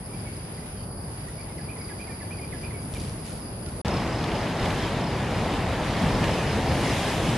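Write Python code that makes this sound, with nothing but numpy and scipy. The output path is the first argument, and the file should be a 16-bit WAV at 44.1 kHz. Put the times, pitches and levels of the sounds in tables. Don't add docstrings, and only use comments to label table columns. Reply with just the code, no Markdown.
import sys
import numpy as np
from scipy import signal
from scipy.fft import rfft, irfft, next_fast_len
from scipy.io import wavfile
from scipy.ndimage import uniform_filter1d, map_coordinates

SR = 44100
rng = np.random.default_rng(int(sys.argv[2]) if len(sys.argv) > 2 else 0)


def pcm_store(signal):
    levels = np.round(np.clip(np.atleast_2d(signal), -1, 1) * 32767)
    wavfile.write(sys.argv[1], SR, levels.astype(np.int16).T)


def volts_from_decibels(level):
    exponent = np.asarray(level, float) / 20
    return 10 ** exponent


N = 325017

# start_s, end_s
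SILENCE = (3.8162, 3.8484)

# pitch_hz, level_db (per Hz)
BOOM_COLOUR = [(12, -60), (25, -14), (45, -3.5), (110, 1.5), (170, 0), (260, -9.5), (400, -43.5),
               (900, -120)]
WASH_COLOUR = [(50, -90), (120, -22), (220, -0.5), (330, -2.5), (550, -3.5), (850, -5), (1400, -13.5),
               (2200, -20.5), (4000, -42.5), (8000, -120)]
FOAM_COLOUR = [(300, -100), (800, -10), (1350, -12), (1700, 0), (2200, -1), (2900, -2.5), (3600, -5),
               (4500, -9), (6500, -17.5), (9000, -35), (13000, -110)]
SPRAY_COLOUR = [(1500, -100), (3500, -20), (5500, -5), (8000, -5.5), (10000, -6), (12000, -7.5),
                (15000, -20.5)]
SPLASH_COLOUR = [(200, -80), (700, -10), (1500, -2), (3000, 8), (5000, -7), (9000, -15), (15000, -25)]
# pitch_hz, level_db (per Hz)
FAR_BOOM_COLOUR = [(12, -60), (25, -17), (45, -4.5), (110, -1), (170, -3.5), (260, -14), (400, -63),
                   (900, -120)]
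FAR_WASH_COLOUR = [(50, -88), (120, -14.5), (220, -3), (380, -4.5), (1000, -12.5), (1500, -19.5),
                   (2500, -37), (6000, -120)]
LEAF_COLOUR = [(300, -100), (800, -24), (1500, -3), (2300, -1.5), (3200, -7), (4200, -9.5), (5700, -12),
               (6800, -12.5), (8100, -19.5), (11500, -21), (13000, -24), (14200, -11.5), (16000, -43)]
# pitch_hz, level_db (per Hz)
BUZZ_COLOUR = [(6000, -100), (8000, -41), (9200, -17), (9950, -1.5), (10500, -8.5), (11300, -16.5),
               (12300, -42), (14000, -80)]
CHORUS_COLOUR = [(2500, -100), (3900, -42), (4400, -4), (4850, 0), (5250, -4), (5700, -58), (8000, -100)]
CLOTH_COLOUR = [(200, -90), (800, -30), (1800, 0.5), (3500, 0.5), (6000, -2.5), (9000, -6), (12000, -7),
                (14500, -26)]
CREASE_COLOUR = [(300, -83), (1200, -21), (2500, 5), (5000, 7.5), (9000, -7), (13000, -19), (16000, -40)]
# pitch_hz, likeness (1 same, -1 opposite)
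SURF_ALIKE = [(60, 0.92), (130, 1), (290, 0.98), (640, 0.98), (1410, 0.88), (3090, 0.85), (6800, 0.38),
              (15000, -0.081)]
BOOM_ALIKE = [(30, .9996), (80, .9985), (160, .994), (300, .96)]
FAR_ALIKE = [(130, 0.9), (290, 0.89), (640, 0.71), (1410, 0.29), (3090, -0.14), (5500, -0.35),
             (7500, -0.44), (12500, -.5), (14000, -.88)]

# time_s, amount_db
WHITE_WATER = [(3.85, -.4), (3.9, -3), (4.03, -2), (4.28, -1.5), (4.42, -2.5), (4.68, .5), (4.85, 0),
               (5.06, -3), (5.45, -0.5), (5.8, -.5), (5.95, 0.8), (6.27, 3), (6.46, 2), (6.7, 2),
               (6.9, 3.5), (7.37, 2)]
# start_s, hold_s, lift_db
BREAKERS = [
    (3.88, 0.17, 2.5),
    (4.52, 0.027, 0.5),
    (4.66, 0.018, 4.5),
    (5.42, 0.16, 3),
    (5.7, .12, 2.5),
    (6.05, 0.22, 6),
    (6.5, .04, 4),
    (6.7, 0.078, 4.5),
    (7.25, 0.081, 3),
]
# start_s, hold_s, lift_db
PLUMES = [
    (6.45, 0.19, 1),
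    (6.8, .6, 3),
]
# start_s, peak_db
SLAPS = [(4.2409, -22), (4.3177, -26), (4.6563, -23), (4.7048, -22), (5.043, -28), (5.3079, -30),
         (5.5379, -26), (5.7988, -38), (5.9036, -32), (6.0273, -30), (6.2423, -19), (7.2898, -21)]
# time_s, swell_db
FAR_SWELL = [(0, -1.5), (.8, -0.5), (1.6, 0), (2.3, 0.5), (3.0, 1), (3.8, 1.5)]
# start_s, hold_s, lift_db
FAR_BREAKERS = [
    (.2, 0.27, 2),
    (.92, .1, 1),
    (2.33, 0.045, 1.5),
    (2.68, 0.27, 2),
    (3.06, .04, 5),
]

# start_s, level_db
CAMP_CHIRPS = [(.14, -49), (.337, -49.5), (.547, -49.5), (.776, -49.5), (.98, -49.5), (1.179, -49),
               (1.383, -49.5), (1.585, -48.5), (1.787, -46), (1.985, -47.5), (2.192, -49), (2.389, -48.5),
               (2.588, -48), (2.793, -50), (2.99, -49.5), (3.197, -52), (3.427, -49), (3.63, -50.5)]
NEIGHBOUR_CHIRPS = [(1.884, -47), (2.112, -46.5), (2.339, -48), (3.326, -50)]
EDGE_CHIRPS = [(3.911, -39.5), (4.131, -41), (4.354, -41.5), (4.571, -42), (4.794, -42.5), (5.013, -41.5),
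               (5.314, -45), (6.092, -40.5), (6.282, -40.5), (6.472, -42), (6.663, -41), (6.851, -41),
               (7.043, -39), (7.232, -40)]
# chirp_gap_s, stroke_gap_s, pitch_hz, level_db
FAR_SINGERS = [(.21, 0.026, 4950, 0), (0.27, 0.038, 4750, -0.5), (.187, 0.023, 5050, -17),
               (0.45, 0.044, 4850, -8)]

# after_s, length_s, from_ratio, to_ratio (of the key pitch), level_db
RISING = [(0, 0.0278, .94, 1.07, 0.5), (.025, 0.02, 1.001, .985, -3)]
TURNING = [(0, 0.0157, .95, .85, -0.43), (.027, 0.039, 1.01, 0.95, -1.7)]
FALLING = [(-.005, .01, 1.6, 1.32, -7), (0, .014, 1.29, 1.07, 0.7), (.011, .027, 1.01, .97, -1)]
# start_s, key_hz, level_db
RISES = [(1.381, 2310, -55), (1.683, 2417, -50), (1.991, 2400, -50), (2.305, 2430, -48.5),
         (2.629, 2410, -48)]
TURNS = [(1.46, 2200, -57), (1.764, 2280, -52), (2.074, 2400, -52), (2.385, 2450, -50), (2.705, 2300, -50)]
FALLS = [(1.58, 1710, -54), (1.89, 1687, -50.5), (2.203, 1747, -50.5), (2.524, 1722, -49.5)]
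# start_s, length_s, from_hz, to_hz, level_db
WHISTLES = [(.127, 0.027, 2330, 2320, -53.5), (.26, .025, 2290, 2190, -52), (.577, .018, 2120, 1920, -54.5),
            (0.768, .05, 3180, 3050, -64), (1.28, .015, 1840, 2000, -52), (2.091, .02, 1810, 1800, -54),
            (2.951, 0.022, 2490, 2230, -49), (3.66, .03, 1485, 1370, -56)]

# start_s, hold_s, level_db
SHIFTS = [
    (1.29, .005, -63),
    (2.808, 0.073, -60),
    (2.94, 0.13, -49),
    (3.12, 0.1, -64),
    (3.263, .04, -48),
    (3.33, .05, -59),
    (3.672, .11, -57.5),
]
# start_s, peak_db
CREASES = [(1.285, -37), (2.9385, -33), (2.9684, -39), (2.999, -37), (3.004, -30), (3.0144, -36),
           (3.027, -35), (3.0514, -33), (3.095, -35), (3.2536, -41), (3.6589, -47)]
# start_s, peak_db
SIDE_TICKS = [(3.663, -38), (3.688, -41), (3.8822, -26), (4.0765, -31)]

# pitch_hz, fade_s (time to fall 60 dB)
BUSH_ECHO = [(1000, 0.58), (5000, 0.47), (12000, .1)]
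# pitch_hz, difference_db
MIC_LEAN = [(60, 0), (150, .4), (380, 1.1), (1300, 1.1), (2600, 0), (5000, -.5)]
# pitch_hz, level_db
TOP_FALL = [(10500, 0), (11800, -5), (13000, -8), (14400, -11), (15000, -50), (16000, -100)]
# pitch_hz, level_db
BAND_FLOOR = [(4000, -110), (5700, -92), (6700, -95), (8100, -91), (9500, -97), (12000, -92),
              (12800, -93), (14500, -97)]


def unit(x):
    return x / np.sqrt(np.mean(x ** 2) + 1e-20)


def along(points, hz):
    f, v = np.transpose(points)
    return np.interp(np.log(hz + 1), np.log(f + 1), v)


def curve(rows):
    s, value = np.transpose(rows)
    return np.interp(np.arange(N) / SR, s, value)


def wobble(rate):
    knots = rng.standard_normal(int(N * 40 / SR) + 4)
    return map_coordinates(knots, [np.arange(N) * min(rate, 39) / SR])


def filtered(x, response):
    m = next_fast_len(N + 8192)
    return irfft(rfft(x, m) * response(np.fft.rfftfreq(m, 1 / SR)), m)[..., :N]


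def rush(colour, alike, patchy_db, grains=0., grain_db=4.5):
    pair = rng.standard_normal((2, N))
    sizes = np.minimum(rng.exponential(size=N), 4)
    hits = (rng.random(N) < .012) * volts_from_decibels(grain_db * sizes)
    pair = pair + grains * pair * unit(uniform_filter1d(hits, size=24))
    z = signal.stft(pair, nperseg=512)[2]
    patches = uniform_filter1d(rng.standard_normal(z.shape[1:]), size=8, axis=0)
    patches = uniform_filter1d(patches, size=12, axis=1)
    pair = signal.istft(z * volts_from_decibels(patchy_db * unit(patches)), nperseg=512)[1][:, :N]

    def middle_and_side(hz):
        turn = np.arccos(np.clip(along(alike, hz), -1, 1)) / 2
        return volts_from_decibels(along(colour, hz)) * [np.cos(turn), np.sin(turn)]

    mid, side = filtered(pair, middle_and_side)
    return unit(np.array([mid + side, mid - side]))


def add(track, s, sound):
    track[round(s * SR):][:len(sound)] += sound


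def glide(length, from_hz, to_hz, bend):
    u = np.arange(int(length * SR)) / (length * SR)
    phase = 2 * np.pi * np.cumsum(from_hz + (to_hz - from_hz) * u) / SR
    return np.sqrt(2) * np.sin(np.pi * u) ** bend * np.sin(phase)


def husky(depth, memory):
    return 1 + depth * unit(signal.lfilter([1], [1, -memory], rng.standard_normal(N)))


def placed(x, pan_db, lag_s, wet_db):
    sides = np.array([[1], [-1]])
    direct = filtered(x, lambda hz: np.exp(-1j * np.pi * hz * lag_s * sides)) * volts_from_decibels(pan_db / 2 * sides)
    hz, t, z = signal.stft(rng.standard_normal((2, SR // 3)), SR, nperseg=256)
    fade_db = -60 * t / along(BUSH_ECHO, hz)[:, None]
    tail = signal.istft(z * volts_from_decibels(fade_db), SR, nperseg=256)[1]
    tail = tail / np.linalg.norm(tail[0])
    late = np.pad(x, (200, 0))[None]
    return direct + volts_from_decibels(wet_db) * signal.fftconvolve(late, tail, axes=1)[:, :N]


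def puffs(events, length, colour, gain_db):
    track, t = np.zeros(N + SR), np.arange(SR // 20) / SR
    for s, db in events:
        add(track, s, volts_from_decibels(db + gain_db - 60 * t / length) * rng.standard_normal(len(t)))
    return filtered(track[:N], lambda hz: volts_from_decibels(along(colour, hz)))


def breaking(waves):
    t = np.arange(N) / SR
    lift_db = np.zeros(N)
    for s, hold, db in waves:
        build = 1 + (t - s) / 0.094
        drain = 1 - (t - s - hold) / 0.13
        lift_db += db * np.clip(np.minimum(build, drain), 0, 1)
    return lift_db


def surf():
    white_db, lift_db = curve(WHITE_WATER), breaking(BREAKERS)
    surge = .5 * wobble(8) + .45 * wobble(17)
    boom_db = -30.5 + .2 * white_db + lift_db + .7 * surge
    wash_db = -29.5 + .3 * white_db + 0.3 * lift_db + .5 * surge
    foam_db = -37 + .95 * white_db + 1.1 * surge
    spray_db = -48 + 1.1 * white_db + breaking(PLUMES) + .8 * surge
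    boom = volts_from_decibels(boom_db) * rush(BOOM_COLOUR, BOOM_ALIKE, patchy_db=-0.4)
    wash = volts_from_decibels(wash_db) * rush(WASH_COLOUR, SURF_ALIKE, patchy_db=0.45, grains=0.081)
    foam = volts_from_decibels(foam_db) * rush(FOAM_COLOUR, SURF_ALIKE, patchy_db=1.2, grains=0.13)
    spray = volts_from_decibels(spray_db) * rush(SPRAY_COLOUR, SURF_ALIKE, patchy_db=1, grains=.12)
    slaps = puffs(SLAPS, .02, SPLASH_COLOUR, gain_db=-2)
    return boom + wash + foam + spray + slaps


def far_surf():
    swell_db, lift_db, sway = curve(FAR_SWELL), breaking(FAR_BREAKERS), wobble(6.2)
    boom_db = -38 + 1.04 * swell_db + 0.97 * lift_db + 0.36 * sway
    wash_db = -41.5 + 0.66 * swell_db + 0.13 * lift_db + 0.23 * sway
    hiss_db = -51 + 0.28 * swell_db + 1.45 * wobble(5.35)
    boom = volts_from_decibels(boom_db) * rush(FAR_BOOM_COLOUR, BOOM_ALIKE, patchy_db=-0.24)
    wash = volts_from_decibels(wash_db) * rush(FAR_WASH_COLOUR, FAR_ALIKE, patchy_db=0.94)
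    hiss = volts_from_decibels(hiss_db) * rush(LEAF_COLOUR, FAR_ALIKE, patchy_db=1.0, grains=0.073)
    return boom + wash + hiss


def chirps(rows, step, grow_db, count):
    strokes = []
    for s, db in rows:
        for k in range(count):
            strokes.append((s + k * step, db + grow_db * (k - 1) + rng.normal(0, 1.2)))
    return strokes


def crickets(strokes, length, from_hz, to_hz, gain_db):
    track = np.zeros(N + SR)
    for s, db in strokes:
        drift = rng.normal(1, 0.014)
        tone = glide(length, from_hz * drift, to_hz * drift, bend=0.98)
        add(track, s - length / 2, volts_from_decibels(db + gain_db) * tone)
    return track[:N] * husky(.25, .9)


def bird():
    track, notes = np.zeros(N + SR), list(WHISTLES)
    for shape, sung in ((RISING, RISES), (TURNING, TURNS), (FALLING, FALLS)):
        for s, key_hz, db in sung:
            for after, length, start, end, stroke_db in shape:
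                notes.append((s + after, length, key_hz * start, key_hz * end, db + stroke_db))
    for s, length, from_hz, to_hz, db in notes:
        add(track, s, volts_from_decibels(db + 3.5) * glide(length, from_hz, to_hz, bend=0.26))
    return track[:N] * husky(.3, .92)


def cloth():
    t = np.arange(N) / SR
    moving = volts_from_decibels(-73)
    for s, hold, db in SHIFTS:
        swell_db = 450 * (t - s)
        settle_db = 170 * (s + hold - t)
        moving = moving + volts_from_decibels(db + np.minimum(0, np.minimum(swell_db, settle_db)))
    alike = [(2000, 0.65), (8000, 0.42)]
    rubbing = moving * rush(CLOTH_COLOUR, alike, patchy_db=0.0, grains=.9, grain_db=3.1)
    snaps = [(s + 0.00074, db) for s, db in CREASES]
    creases = puffs(snaps, 0.0028, CREASE_COLOUR, gain_db=2)
    return rubbing + placed(creases, pan_db=.1, lag_s=0, wet_db=-10)


def side_ticks():
    ticks = puffs(SIDE_TICKS, .005, CREASE_COLOUR, gain_db=3.5)
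    return placed(ticks, pan_db=-.5, lag_s=9e-5, wet_db=-9)


def buzzers(level_db, alike):
    t, likeness = np.arange(N) / SR, [(9000, alike)]

    def throbbing(rate_hz):
        beat = np.exp(1.1 * np.cos(2 * np.pi * rate_hz * t + 0.47 * wobble(5.2)))
        return unit(beat * rush(BUZZ_COLOUR, likeness, patchy_db=.6))

    even = rush(BUZZ_COLOUR, likeness, patchy_db=0.4)
    choir = throbbing(100.4) + 0.71 * throbbing(110.2) + 2.0 * even
    return volts_from_decibels(level_db + 0.36 * wobble(6.9)) * unit(choir)


def far_crickets(level_db, blur_db):
    singers = np.zeros(N)
    for period, step, hz, db in FAR_SINGERS:
        starts = np.cumsum(period * rng.normal(1, .06, 50))
        strokes = [(s + k * step, db + rng.normal(0, 3.0)) for s in starts for k in range(3) if s < N / SR]
        singers += crickets(strokes, 0.015, hz * 1.06, hz * .94, gain_db=level_db)
    blur = rush(CHORUS_COLOUR, [(5000, 0.17)], patchy_db=2.5)
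    blur = volts_from_decibels(level_db + blur_db + 0.45 * wobble(10)) * blur
    return blur + placed(singers, pan_db=-4.0, lag_s=4e-5, wet_db=-0.5)


def scene():
    camp = far_surf() + cloth() + buzzers(-43.5, alike=-0.44) + far_crickets(level_db=-59.5, blur_db=.5)
    strokes = chirps(CAMP_CHIRPS, step=.0305, grow_db=.1, count=3)
    strokes += chirps(NEIGHBOUR_CHIRPS, step=.034, grow_db=1.4, count=2)
    camp_crickets = crickets(strokes, .016, 5180, 4423, gain_db=-1.3)
    camp += placed(camp_crickets, pan_db=-1.5, lag_s=2.6e-5, wet_db=-4.5)
    camp += placed(bird(), pan_db=-6.0, lag_s=1.5e-5, wet_db=-5.5)

    edge = surf() + buzzers(-55.5, alike=-0.76) + far_crickets(level_db=-52.0, blur_db=-16)
    strokes = chirps(EDGE_CHIRPS, step=.0297, grow_db=1.4, count=3)
    edge_cricket = crickets(strokes, 0.014, 5546, 4760, gain_db=-0.5)
    edge += placed(edge_cricket, pan_db=-1.0, lag_s=4.5e-5, wet_db=-9.5)
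    return np.where(np.arange(N) / SR < np.mean(SILENCE), camp, edge) + side_ticks()


def drop_faint_bands(x):
    middle_side = np.array([x[0] + x[1], x[0] - x[1]]) / 2
    hz, _, z = signal.stft(middle_side, SR, nperseg=2048)
    bands, centre_hz = z[:, :1024].reshape(2, 64, 16, -1), hz[8::16]
    spread_db = np.clip(centre_hz / 4000 - 1.5, 0, 3.5)[:, None, None]
    whim_db = rng.normal(0, 1, (2, 64, 1, z.shape[-1])) * spread_db
    floor = volts_from_decibels(along(BAND_FLOOR, centre_hz)[:, None, None] + whim_db)
    strength = np.sqrt(np.mean(abs(bands) ** 2, 2, keepdims=True))
    z[:, :1024] = (bands * (strength >= floor)).reshape(2, 1024, -1)
    mid, side = signal.istft(z, SR, nperseg=2048)[1][:, :N]
    return np.array([mid + side, mid - side])


def band_limit(x):
    return signal.sosfilt(signal.butter(12, 15560, fs=SR, output="sos"), x)


def record(dry):
    sides = np.array([[1], [-1]])
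    heard = filtered(dry, lambda hz: volts_from_decibels(along(TOP_FALL, hz) + along(MIC_LEAN, hz) / 2 * sides))
    t = np.arange(N) / SR
    outside_s = np.maximum(SILENCE[0] - t, t - SILENCE[1])
    gate = np.clip(outside_s / .0001, 0, 1)
    mix = drop_faint_bands(heard) * gate
    return band_limit(mix)


dry = scene()
out = record(dry)
pcm_store(out)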